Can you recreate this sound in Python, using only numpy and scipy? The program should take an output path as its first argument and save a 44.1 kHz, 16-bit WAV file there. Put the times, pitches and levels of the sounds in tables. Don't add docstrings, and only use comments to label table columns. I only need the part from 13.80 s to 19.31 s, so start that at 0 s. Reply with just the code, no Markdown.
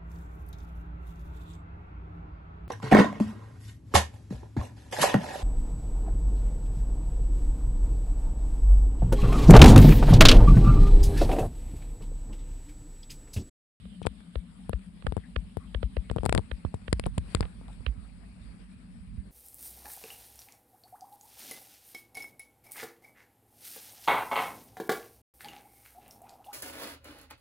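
import sys
import numpy as np
from scipy import signal
from scipy.fft import rfft, irfft, next_fast_len
from scipy.io import wavfile
from scipy.ndimage import uniform_filter1d, map_coordinates

SR = 44100
rng = np.random.default_rng(int(sys.argv[2]) if len(sys.argv) > 2 else 0)


def attenuation_scalar(level_db):
    decades = np.asarray(level_db, float) / 20
    return 10 ** decades


def unload_wav(signal):
    wavfile.write(
        sys.argv[1],
        SR,
        np.round(np.clip(np.atleast_2d(signal).T, -1, 1) * 32767).astype(np.int16),
    )


N = 242991


def unit(x):
    return x / np.sqrt(np.mean(x ** 2) + 1e-20)


def peak1(x):
    return x / np.max(np.abs(x), axis=-1, keepdims=True)


def along(points, hz):
    point_hz, db = np.transpose(points)
    return attenuation_scalar(np.interp(np.log(hz + 1), np.log(point_hz + 1), db))


def curves(rows):
    times, *columns = np.transpose(rows)
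    return [np.interp(np.arange(N) / SR, times, column) for column in columns]


def wobble(rate):
    knots = rng.standard_normal(int(N * rate / SR) + 4)
    return map_coordinates(knots, [np.arange(N) * rate / SR])


def filtered(x, response):
    size = next_fast_len(x.shape[-1] + 8192)
    hz = np.fft.rfftfreq(size, 1 / SR) + 1e-3
    return irfft(rfft(x, size) * response(hz), size)[..., :x.shape[-1]]


def modes(table):
    def response(f):
        total = 0
        for k, (centre, width, db) in enumerate(table):
            total = total + (-1) ** k * attenuation_scalar(db) * 1j * f * width / (centre * centre - f * f + 1j * f * width)
        return total
    return response


def patchy(depth_db):
    spectrum = signal.stft(rng.standard_normal((2, N + 512)), nperseg=512)[2]
    field = uniform_filter1d(rng.standard_normal(spectrum.shape), size=6, axis=1)
    field = uniform_filter1d(field, size=8, axis=2)
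    return signal.istft(spectrum * attenuation_scalar(depth_db * unit(field)), nperseg=512)[1][:, :N]


def add(track, s, sound):
    start = max(round(s * SR), 0)
    track[:, start:start + sound.shape[1]] += sound[:, :N - start]


def pan(db):
    return attenuation_scalar(np.array([db / 2, -db / 2])).reshape(2, -1)


# (frequency [Hz], width [Hz], level [dB])
HUM_MODES = [(170.3, 7.3, 2.5), (188.2, 9.3, 3), (206.1, 6.5, 1.5), (232.8, 20, -4.5), (262, 11, -7.5),
             (288, 5.7, -10.5)]
# (frequency [Hz], level per Hz [dB])
RUMBLE_COLOUR = [(20, -40), (33, -8), (50, 21.5), (65, 6.5), (105, 6), (150, 0), (260, -5), (380, -74),
                 (1200, -100)]
# (time [s], rumble level [dB])
ARM_SWAY = [(0, -49), (.21, -59), (1, -52.5), (1.46, -51.5), (1.67, -46.5), (1.76, -57), (1.98, -46),
            (2.32, -48), (2.44, -38.5), (2.87, -53.5), (3.22, -40.5), (3.44, -44.5), (4.11, -46.5),
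            (4.24, -53), (4.6, -50.5), (4.96, -56), (5.34, -42.5), (5.51, -53.5)]
# (time [s], level [dB])
PALM_COVER = [
    (0, 1.5),
    (.7, -8.5),
    (1.4, -11),
    (2.1, -7),
    (2.8, -23),
    (3.3, -16),
    (4, -21.5),
    (4.8, -36),
    (5.51, -21),
]


def room():
    (rumble_db,), (palm_db,) = curves(ARM_SWAY), curves(PALM_COVER)
    hum_db = -49 + 0.12 * palm_db
    side_db = 5 + 0.49 * palm_db
    a, b = filtered(rng.standard_normal((2, N)), lambda f: modes(HUM_MODES)(f) / (1 + (f / 300) ** 8))
    ports = unit(np.array([a + 0.081 * b, a - 0.16 * b]))
    hum = attenuation_scalar(hum_db + 0.38 * wobble(2.88)) * pan(4.5) * ports
    a, b = filtered(rng.standard_normal((2, N)), lambda f: along(RUMBLE_COLOUR, f))
    lumps = attenuation_scalar(2.8 * np.array([wobble(27), wobble(5.6)]))
    rumble = unit(lumps * np.array([a + 0.5 * b, a - 0.5 * b]))
    return hum + attenuation_scalar(rumble_db + 1.5) * pan(side_db) * rumble


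# (time [s], rustle level [dB])
FINGER_PRESSURE = [(0, -64.5), (.35, -63.5), (1.23, -63), (1.4, -62.5), (2.13, -63), (2.55, -59.5),
                   (2.87, -61), (3.22, -61), (3.43, -59.5), (3.5, -54.5), (3.56, -52), (3.62, -57),
                   (3.75, -60), (3.9, -58.5), (4.16, -62), (4.68, -59.5), (5.28, -63.5), (5.51, -63)]
# (frequency [Hz], level per Hz [dB])
LEFT_RUB = [(250, 9), (400, 1), (800, -5), (1800, -4.5), (2500, -5.5), (3000, -12), (4500, -8),
            (5300, -14.5), (6300, -28.5), (8000, -80)]
RIGHT_RUB = [(250, -21), (400, -2.5), (800, -4.5), (1800, -8.5), (2600, -6.5), (3200, -16), (3900, -24.5),
             (4600, -47), (5500, -40), (7500, -91)]
# (frequency [Hz], level per Hz [dB])
OPEN_PORT = [(2200, -32), (3000, 2.5), (3700, 0.5), (4500, -9.5), (5300, -15), (6500, -83)]
# (frequency [Hz], level per Hz [dB])
LEFT_HISS = [(5800, -41), (6400, -8), (7300, 0), (8500, 10), (10000, 5.5), (11000, -3.5), (11700, -32),
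             (12600, -39), (13400, -53), (16000, -92)]
RIGHT_HISS = [(5800, -56), (6400, -32), (7300, -10), (8500, -32), (10000, -10.5), (11000, -8), (11700, -30),
              (12600, -9), (13200, -65), (16000, -118)]


def grip():
    rustle_db, palm_db = curves(FINGER_PRESSURE)[0], curves(PALM_COVER)[0]
    fizz_db = -72.5 + 0.9 * (rustle_db - rustle_db.mean()) + 0.11 * palm_db
    noise = patchy(depth_db=2.5)
    rustle = unit(filtered(noise, lambda f: [along(LEFT_RUB, f), along(RIGHT_RUB, f)]))
    rustle[1] += attenuation_scalar(palm_db) * unit(filtered(noise[1], lambda f: along(OPEN_PORT, f)))
    fizz = unit(filtered(patchy(depth_db=1.5), lambda f: [along(LEFT_HISS, f), along(RIGHT_HISS, f)]))
    fizz[1] *= attenuation_scalar(0.16 * (palm_db + 31))
    flutter_db = 1.1 * wobble(25)
    return attenuation_scalar(rustle_db + 1.0 + flutter_db) * pan(2) * rustle + attenuation_scalar(fizz_db + 4.5 + flutter_db) * fizz


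# (time [s], length [s], centre [Hz], level [dB], left minus right [dB])
SQUEAK_EVENTS = [(0.767, 0.034, 1150, -75, 17), (0.809, 0.023, 796, -75, 20), (1.404, 0.016, 3200, -72, -8),
                 (1.444, 0.024, 1850, -61.5, 11), (1.826, 0.04, 1170, -65, 10),
                 (1.885, 0.032, 3100, -73, -14), (2.041, 0.023, 3060, -69, -14),
                 (2.258, 0.033, 2200, -68, 8), (3.559, 0.017, 2070, -56, 9), (4.293, 0.01, 2500, -74.5, 25),
                 (4.57, 0.015, 594, -82, -35)]
# (time [s], length [s], centre [Hz], level [dB], left
# minus right [dB])
SCRAPE_EVENTS = [(0.231, 0.0053, 3100, -52.5, 6), (0.257, 0.019, 1230, -60, -6),
                 (1.26, 0.0043, 2000, -62, -7), (2.866, 0.0038, 1500, -58, 2),
                 (2.945, 0.0027, 3050, -59, 18), (3.229, 0.0027, 2040, -64, -16),
                 (3.258, 0.002, 2800, -45, 16), (3.266, 0.011, 940, -54, -4),
                 (3.639, 0.027, 1020, -53.5, 7), (3.818, 0.0043, 550, -58, -5),
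                 (3.886, 0.0066, 785, -55, 2), (3.901, 0.012, 770, -60, 6), (.246, 0.02, 2630, -58.5, 4),
                 (4.073, 0.015, 2300, -58.5, -14)]
# (time [s], length [s], centre [Hz], level
# [dB])
NAIL_EVENTS = [
    (0.229, 0.0015, 8800, -63),
    (0.267, .0067, 8300, -57),
    (2.453, 0.0028, 8550, -52),
    (2.463, .004, 14300, -64),
    (2.945, 0.0035, 8350, -62.5),
    (3.266, 0.00084, 9500, -46),
]


def rubs():
    out, t = np.zeros((2, N)), np.arange(-SR // 10, SR // 10) / SR
    # a share of the centre for squeaks and scrapes, 1500 Hz for the nail
    puffs = [(s, length, hz, 0.22 * hz, *rest) for s, length, hz, *rest in SQUEAK_EVENTS]
    puffs += [(s, length, hz, 0.85 * hz, *rest) for s, length, hz, *rest in SCRAPE_EVENTS]
    puffs += [(s, length, hz, 1500, db, 28.5) for s, length, hz, db in NAIL_EVENTS]
    for s, length, hz, width, db, side_db in puffs:
        noise = filtered(rng.standard_normal(len(t)),
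                         lambda f: modes([(hz, width, 0)])(f) ** 2 / (1 + (f / hz / 2) ** 4))
        shaped_t = np.where(t < -length / 2, 3 * t + length, t)
        add(out, s + t[0], attenuation_scalar(db) * pan(side_db) * unit(noise) * np.exp(-(shaped_t / length) ** 2))
    return out


# (time [s], tick level [dB], knock level [dB], swing level [dB])
HARD_TAPS = [(0.0544, -45, -41, -42), (0.5564, -27, -22, -17), (0.932, -24, -20, -16),
             (1.268, -23, -20, -16.5), (1.5624, -18, -20.5, -15.5), (1.9473, -22, -22, -16.5),
             (2.0298, -23.5, -18.5, -14), (2.1682, -23.5, -18, -14.5), (2.2987, -22.5, -26, -18),
             (2.3842, -25.5, -20, -20.5), (2.715, -22.5, -25.5, -20), (3.0805, -23, -26.5, -22.5)]
# (time [s], tick level [dB], knock level [dB])
OTHER_TAPS = [
    (1.2239, -36.5, -42),
    (3.239, -57, -34),
    (3.631, -49, -44),
    (3.654, -49, -37),
    (4.065, -20.5, -26.5),
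]
# (frequency [Hz], width [Hz], level [dB])
LOOSE_PART = [(797, 126, -3.5), (1210, 240, 3), (1770, 360, 3.5), (2200, 810, 3), (2800, 1530, 3.5),
              (3440, 730, 3.5), (4370, 1200, -10)]
# (frequency [Hz], level per Hz [dB])
BRIGHT_EDGE = [(1000, 4.5), (2500, 1), (5000, -0.5), (6300, -11), (7600, 4), (9500, 2.5), (11500, -20.5),
               (12800, -30), (14500, -30), (16500, -48)]


def taps():
    out, t = np.zeros((2, N)), np.arange(-SR // 100, SR // 30) / SR
    blow = np.arange(len(t)) == np.argmax(t >= 0)

    def tick_response(f):
        ring = modes(LOOSE_PART)(f) / (1 + 1j * f / 5200) / (1 + (f / 4300) ** 8)
        return ring * [1j * f / (2400 + 1j * f), f > 0]

    for s, right_db, panel_db in sorted([row[:-1] for row in HARD_TAPS] + OTHER_TAPS):
        left_db = right_db - 21
        knock_db = np.array([[panel_db], [panel_db - 21.5]])
        grit_level = np.where(t < 0, 0.085 * np.exp(-(t / 0.003) ** 2), 0.11 * np.exp(-t / 0.002))
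        grit = rng.standard_normal((2, len(t))) * grit_level - 1.33 * blow
        tick = attenuation_scalar([[left_db], [right_db]]) * peak1(filtered(grit, tick_response))
        edge = peak1(filtered(grit, lambda f: along(BRIGHT_EDGE, f) * (f > 3000)))
        tick = tick + attenuation_scalar(right_db - 25.5) * edge * [[0.5], [1]]
        after = np.maximum(t + 0.000073, 0)
        hz = 480 * rng.uniform(1.0, 1.05)
        envelope = np.exp(-after / 0.0017) * (1 - np.exp(-after / 0.0014)) * 2.12
        knock = -np.sin(2 * np.pi * hz * after) * envelope
        add(out, s + t[0], tick + attenuation_scalar(knock_db + 3) * knock)
    return out


# (time [s], left level [dB], right level [dB], length [s])
HAND_JOLTS = [(0.288, -34, -40, 0.031), (1.244, -48, -6.5, 0.0057), (2.444, -24, -43, 0.016),
              (2.482, -21, -21, 0.039), (2.536, -10.5, -40, 0.031), (2.542, -20, -38, 0.024),
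              (2.855, -54, -23, 0.031), (3.137, -25.5, -28, 0.069), (2.946, -25, -49, 0.014),
              (3.224, -54, -27, 0.042), (3.268, -18, -42, 0.016), (3.387, -27, -45, 0.048),
              (3.567, -35, -25, 0.11), (3.625, -48, -22.5, 0.036), (3.99, -70, -27, 0.016),
              (4.064, -27, -16.5, 0.059), (4.174, -52, -25, 0.036), (4.602, -55, -36.5, 0.033),
              (5.192, -63, -35, 0.036), (5.375, -42, -21.5, 0.032)]


def shakes():
    out, t = np.zeros((2, N)), np.arange(SR // 5) / SR
    tapped = [(s + 0.001, db, db - 9.5, 0.037) for s, *_, db in HARD_TAPS]
    for s, left_db, right_db, length in HAND_JOLTS + tapped:
        turns = 60.1 * (0.914 * t + 0.28 * 0.016 * (1 - np.exp(-t / 0.0069)))
        envelope = np.exp(-(t / (0.78 * length)) ** 2.0) * (1 - 1.12 * np.exp(-t / 0.0045))
        swing = np.sin(2 * np.pi * np.maximum(turns - 0.22, 0)) * envelope
        add(out, s, attenuation_scalar([[left_db - 0.5], [right_db]]) * swing)
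    return out


NOTCH_HZ = 6320

# ((frequency [Hz], time to fall 60
# dB [s]), [(time [s], left level [dB], right level [dB]), ..])
SHELL_FACETS = [
    ((813, 0.0057), [(.2688, -23, -45), (1.268, -35, -33.5), (2.4617, -19.5, -39), (2.4949, -29, -49), (3.5494, -59, -42)]),
    ((1610, 0.0045), [(1.268, -60, -28.5), (2.4949, -46, -36), (2.5782, -37, -44), (3.1294, -34, -42), (3.197, -53, -46), (3.5494, -41, -31.5)]),
    ((2410, 0.0014), [(.2688, -50, -46), (2.4617, -52, -45), (2.4949, -62, -34), (2.5782, -22, -46), (3.1294, -45, -37), (3.197, -34, -38), (3.2394, -60, -35), (3.2633, -35, -61), (3.3811, -29.5, -42), (3.6079, -31.5, -47), (3.6318, -48, -38), (3.654, -65, -45), (4.0648, -56, -29.5)]),
    ((4840, 0.002), [(.2688, -45, -58), (1.5626, -43, -51), (1.9469, -49, -48), (2.1683, -51, -55), (2.4617, -44, -54), (2.5502, -43, -65), (2.5782, -25.5, -54), (3.1294, -20, -46), (3.2633, -48, -67), (3.3811, -44.5, -69), (3.5494, -18, -48), (3.6079, -22, -66)]),
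    ((10000, 0.0033), [(.2688, -40, -52), (.895, -33, -76), (1.7706, -44, -65), (2.4617, -40.5, -56), (2.4949, -38, -54)]),
    ((13400, .004), [(.2688, -55, -66), (1.268, -66, -71), (1.7706, -64, -72), (2.4949, -52, -58), (2.5502, -65, -65), (3.1294, -68, -57), (3.197, -65, -72), (3.3811, -72, -64), (3.6079, -55, -80)]),
                ((740, 0.0054), [ (2.5267, -21, -39), (3.9, -60, -56), (1.368, -49, -53), (.2546, -40, -55)]),
    ((2870, .004), [(2.4617, -53, -44), (2.5782, -35, -55), (3.6284, -51, -60), (3.2372, -60, -42), (.5564, -62, -49)]),
    ((4280, .004), [(.5564, -65, -46), (.932, -54, -49), (1.268, -57, -47), (1.9469, -54, -35), (2.4617, -40, -51), (3.2394, -56, -65)]),
    ((14200, .005), [(.5564, -83, -71), (.932, -90, -75), (1.368, -66, -76), (1.5626, -77, -73), (2.0302, -88, -66), (2.1683, -76, -76), (2.5267, -66, -63), (2.5835, -61, -90), (2.715, -84, -77), (3.2633, -59, -68)]),
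                ((1200, .005), [(.2688, -31, -50), (1.268, -36, -27), (1.5626, -55, -33), (2.4617, -25, -40), (2.4949, -30, -37), (2.5267, -30, -41), (2.5502, -38, -48), (2.851, -52, -45), (3.1285, -29, -42), (3.3811, -40, -45), (3.549, -38, -40), (3.6284, -50, -48)]),
    ((3300, .003), [(.5564, -60, -44), (1.5626, -55, -42), (2.0302, -58, -44), (2.1683, -58, -44), (2.715, -58, -45), (2.851, -62, -52), (3.2394, -52, -45), (3.2585, -45, -55), (3.2694, -50, -58), (3.5711, -50, -55), (3.654, -55, -48)]),
    ((1700, .003), [(2.715, -55, -44), (3.2585, -48, -46), (3.5711, -50, -50), (4.065, -60, -48), (.932, -50, -54), (3.197, -50, -38), (3.3811, -50, -39), (3.6079, -50, -35)]),
    ((800, .005), [(2.5502, -45, -36), (2.5782, -50, -37), (2.5932, -55, -44), (3.6284, -55, -39), (3.632, -44, -46), (1.7706, -55, -49), (1.3235, -55, -48)]),
    ((8700, .003), [(3.5494, -20, -48), (3.2394, -46, -70), (3.2585, -46, -70), (3.632, -49, -70), (2.4617, -25, -45)]),
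    ((3200, .003), [(4.0648, -60, -31), (2.5613, -56, -66), (1.9469, -54, -33)]),
]


def facets():
    out, t = np.zeros((2, N)), np.arange(SR // 100) / SR
    for (hz, t60), breaks in SHELL_FACETS:
        for s, *port_db in breaks:
            grit = 1 + 0.098 * uniform_filter1d(rng.standard_normal((2, len(t))), size=15)
            detuned_hz = hz * np.exp(0.055 * rng.standard_normal((2, 1)))
            ring = np.sin(2 * np.pi * detuned_hz * t) * t ** 2.4 * attenuation_scalar(-100 * t / t60) * grit
            level = attenuation_scalar(np.array(port_db)[:, None] - 7)
            add(out, s - t60 / 8, level * ring / np.std(ring, axis=1, keepdims=True))
    return filtered(out, lambda f: (NOTCH_HZ ** 2 - f * f) / (NOTCH_HZ ** 2 - f * f + 9900j * f))


# (time [s], crack level [dB],
# brightness [dB], left push [dB], right push [dB])
LEFT_CRACKS = [(0.2178, -44, -14, -22, -54), (0.2543, -49, -12, -17.5, -59), (0.2688, -6.5, -26, -13, -29),
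               (1.268, -24, -13.5, -16, -31), (2.434, -41, -6, -14, -35), (2.4544, -38, 6, -16.5, -52),
               (2.4615, -20.5, -4.5, -9, -24), (2.4948, -20.5, -8, -11.5, -27),
               (2.5265, -7.5, -17, -23, -25), (2.5501, -12, -10.5, -13, -18.5),
               (2.5612, -44, -14, -13, -29), (2.578, -20.5, -7.5, -19, -14), (3.1292, -9.5, -10, -12.5, -9),
               (3.197, -18, -9, -25, -25), (3.2635, -27.5, -11.5, -27, -20),
               (3.3812, -21, -5.5, -24, -13.5), (3.5494, -21.5, 2.5, -10, -13),
               (3.5703, -33, -27, -55, -27), (3.6081, -20.5, -9, -11.5, -15.5),
               (3.6288, -23.5, -39, -44, -33), (3.6533, -35.5, -23, -34, -31)]
# (time [s], crack level [dB], brightness [dB], left push [dB], right push [dB])
RIGHT_SIDE_CRACKS = [
    (1.972, -32, -24, -43, -49),
    (2.8504, -14, -22, -26.5, -11),
    (3.8135, -53, -12, -33.5, -48),
    (4.008, -33, -16, -40, -38),
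]
# (time [s], brightness [dB], left
# push [dB], right push [dB])
DULL_POPS = [(0.264, 2, -28.5, -53), (0.895, -6.5, -14.5, -26), (1.3234, -7, -15.5, -27),
             (1.368, -8, -11.5, -30), (1.378, -15, -20, -37), (1.7706, -6, -13.5, -32),
             (2.3141, -4.5, -14, -27), (2.363, -8, -12, -26), (2.3694, -20, -16, -37),
             (2.445, -15, -17.5, -30), (2.5526, -14, -13.5, -23), (2.5832, -3, -9, -18),
             (2.5929, -12, -15.5, -36), (2.9422, -13, -16, -20.5), (3.2639, -17, -13, -23),
             (3.2695, -22, -15.5, -20), (3.3791, -7, -16, -18)]
# (time [s], crack level [dB], brightness [dB], push level [dB])
FINGERTIP_TICKS = [
    (0.4054, -54.5, -3.5, -64),
    (0.993, -50, -10, -62),
    (2.408, -40, -19, -51),
    (3.019, -44, -17, -50),
    (3.8822, -41.5, -10, -43),
    (3.93, -54, -8, -55),
]


def contacts():
    rows = [(s, db, db - 6, *rest) for s, db, *rest in LEFT_CRACKS]
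    rows += [(s, db - 18, db, *rest) for s, db, *rest in RIGHT_SIDE_CRACKS]
    rows += [(s, -37, -43, *rest) for s, *rest in DULL_POPS]
    rows += [(s, db, db + 9, bright, push, push + 1) for s, db, bright, push in FINGERTIP_TICKS]
    return sorted(rows)


# (frequency [Hz], level per Hz [dB])
DULL_BODY = [(250, 5), (450, 7.5), (1000, 0.5), (2000, -5), (3500, -10.5), (6000, -40), (12000, -91)]
# (frequency [Hz], width [Hz], level [dB])
SHELL_RING = [(465, 52, -3), (282, 67, -8)]
EARLY_BREAKS = [2.4617]


def snaps():
    out, t = np.zeros((2, N)), np.arange(-SR // 20, SR // 10) / SR
    the_break = np.arange(len(t)) == np.argmax(t >= 0)

    def low_cut(f, hz, q):
        return -f * f / (hz * hz - f * f + 1j * f * hz / q)

    for s, left_db, right_db, bright_db, *push_db in contacts():
        corner, suck, lag, lead = rng.uniform([0.93, 1.8, 0.0008, 0.00015], [1.07, 2.2, 0.0011, 0.00025])
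        drag = 1 + np.clip(-36 - max(left_db, right_db), 0, 9) / 4
        rattle = attenuation_scalar(-13) * np.exp(-np.abs(t) / 0.0028)
        falling = np.exp(-t / 0.0005 / drag ** 1.5) + rattle
        grit_level = np.where(t < 0, np.exp(t / 0.0008), falling) * drag
        grit = 0.035 * np.clip(rng.standard_normal(len(t)), -2.3, 2.3) ** 3 * grit_level + the_break
        body = peak1(filtered(grit, lambda f: along(DULL_BODY, f)))
        edge = peak1(filtered(grit, lambda f: along(BRIGHT_EDGE, f)))
        near = body + attenuation_scalar(bright_db + 14.0) * edge
        far_edge = np.roll(edge, round(0.24 * lag * SR))
        far = np.roll(body, round(0.26 * lag * SR)) + attenuation_scalar(bright_db - 18.0) * far_edge
        crack = attenuation_scalar([[left_db - 0.5], [right_db - 12.5]]) * [near, far]

        breaks_early = np.min(np.abs(s - np.array(EARLY_BREAKS))) < 0.0025
        head_start = -0.0009 if breaks_early else 0.00095 * (drag == 1)
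        late = t + head_start - np.array([[0], [lag]])
        rise = np.array([[0.00036], [0.0004]])
        step = 0.5 + 0.5 * np.tanh((late - 0.00034) / rise)
        step = step - suck * np.array([[1], [0.15]]) * np.exp(-((late + lead) / 0.00034) ** 2)
        push = filtered(step, lambda f: [low_cut(f, 87 * corner, 2.48) * (1 + modes(SHELL_RING)(f / corner)),
                                         low_cut(f, 78 * corner, 1.04)])
        push = attenuation_scalar(np.array(push_db)[:, None] - 2.5) * peak1(push) * np.exp(-(t / 0.036) ** 4)
        add(out, s + t[0], crack + push)
    return filtered(out, lambda f: (NOTCH_HZ ** 2 - f * f + 650j * f) / (NOTCH_HZ ** 2 - f * f + 1500j * f))


def scene():
    return room() + grip() + rubs() + taps() + shakes() + facets() + snaps()


def roll_off(x):
    return signal.sosfilt(signal.butter(12, 16480, fs=SR, output="sos"), x)


def record(dry):
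    strain = signal.lfilter([0.0012], [1, -0.9988], np.abs(dry))
    steadied = dry / (1 + 0.17 * strain)
    mix = filtered(steadied, lambda f: (-f * f / (33 ** 2 - f * f + 1.3j * f * 33)) ** 2 * (f < 16400))
    return roll_off(mix)


dry = scene()
out = record(dry)
unload_wav(out)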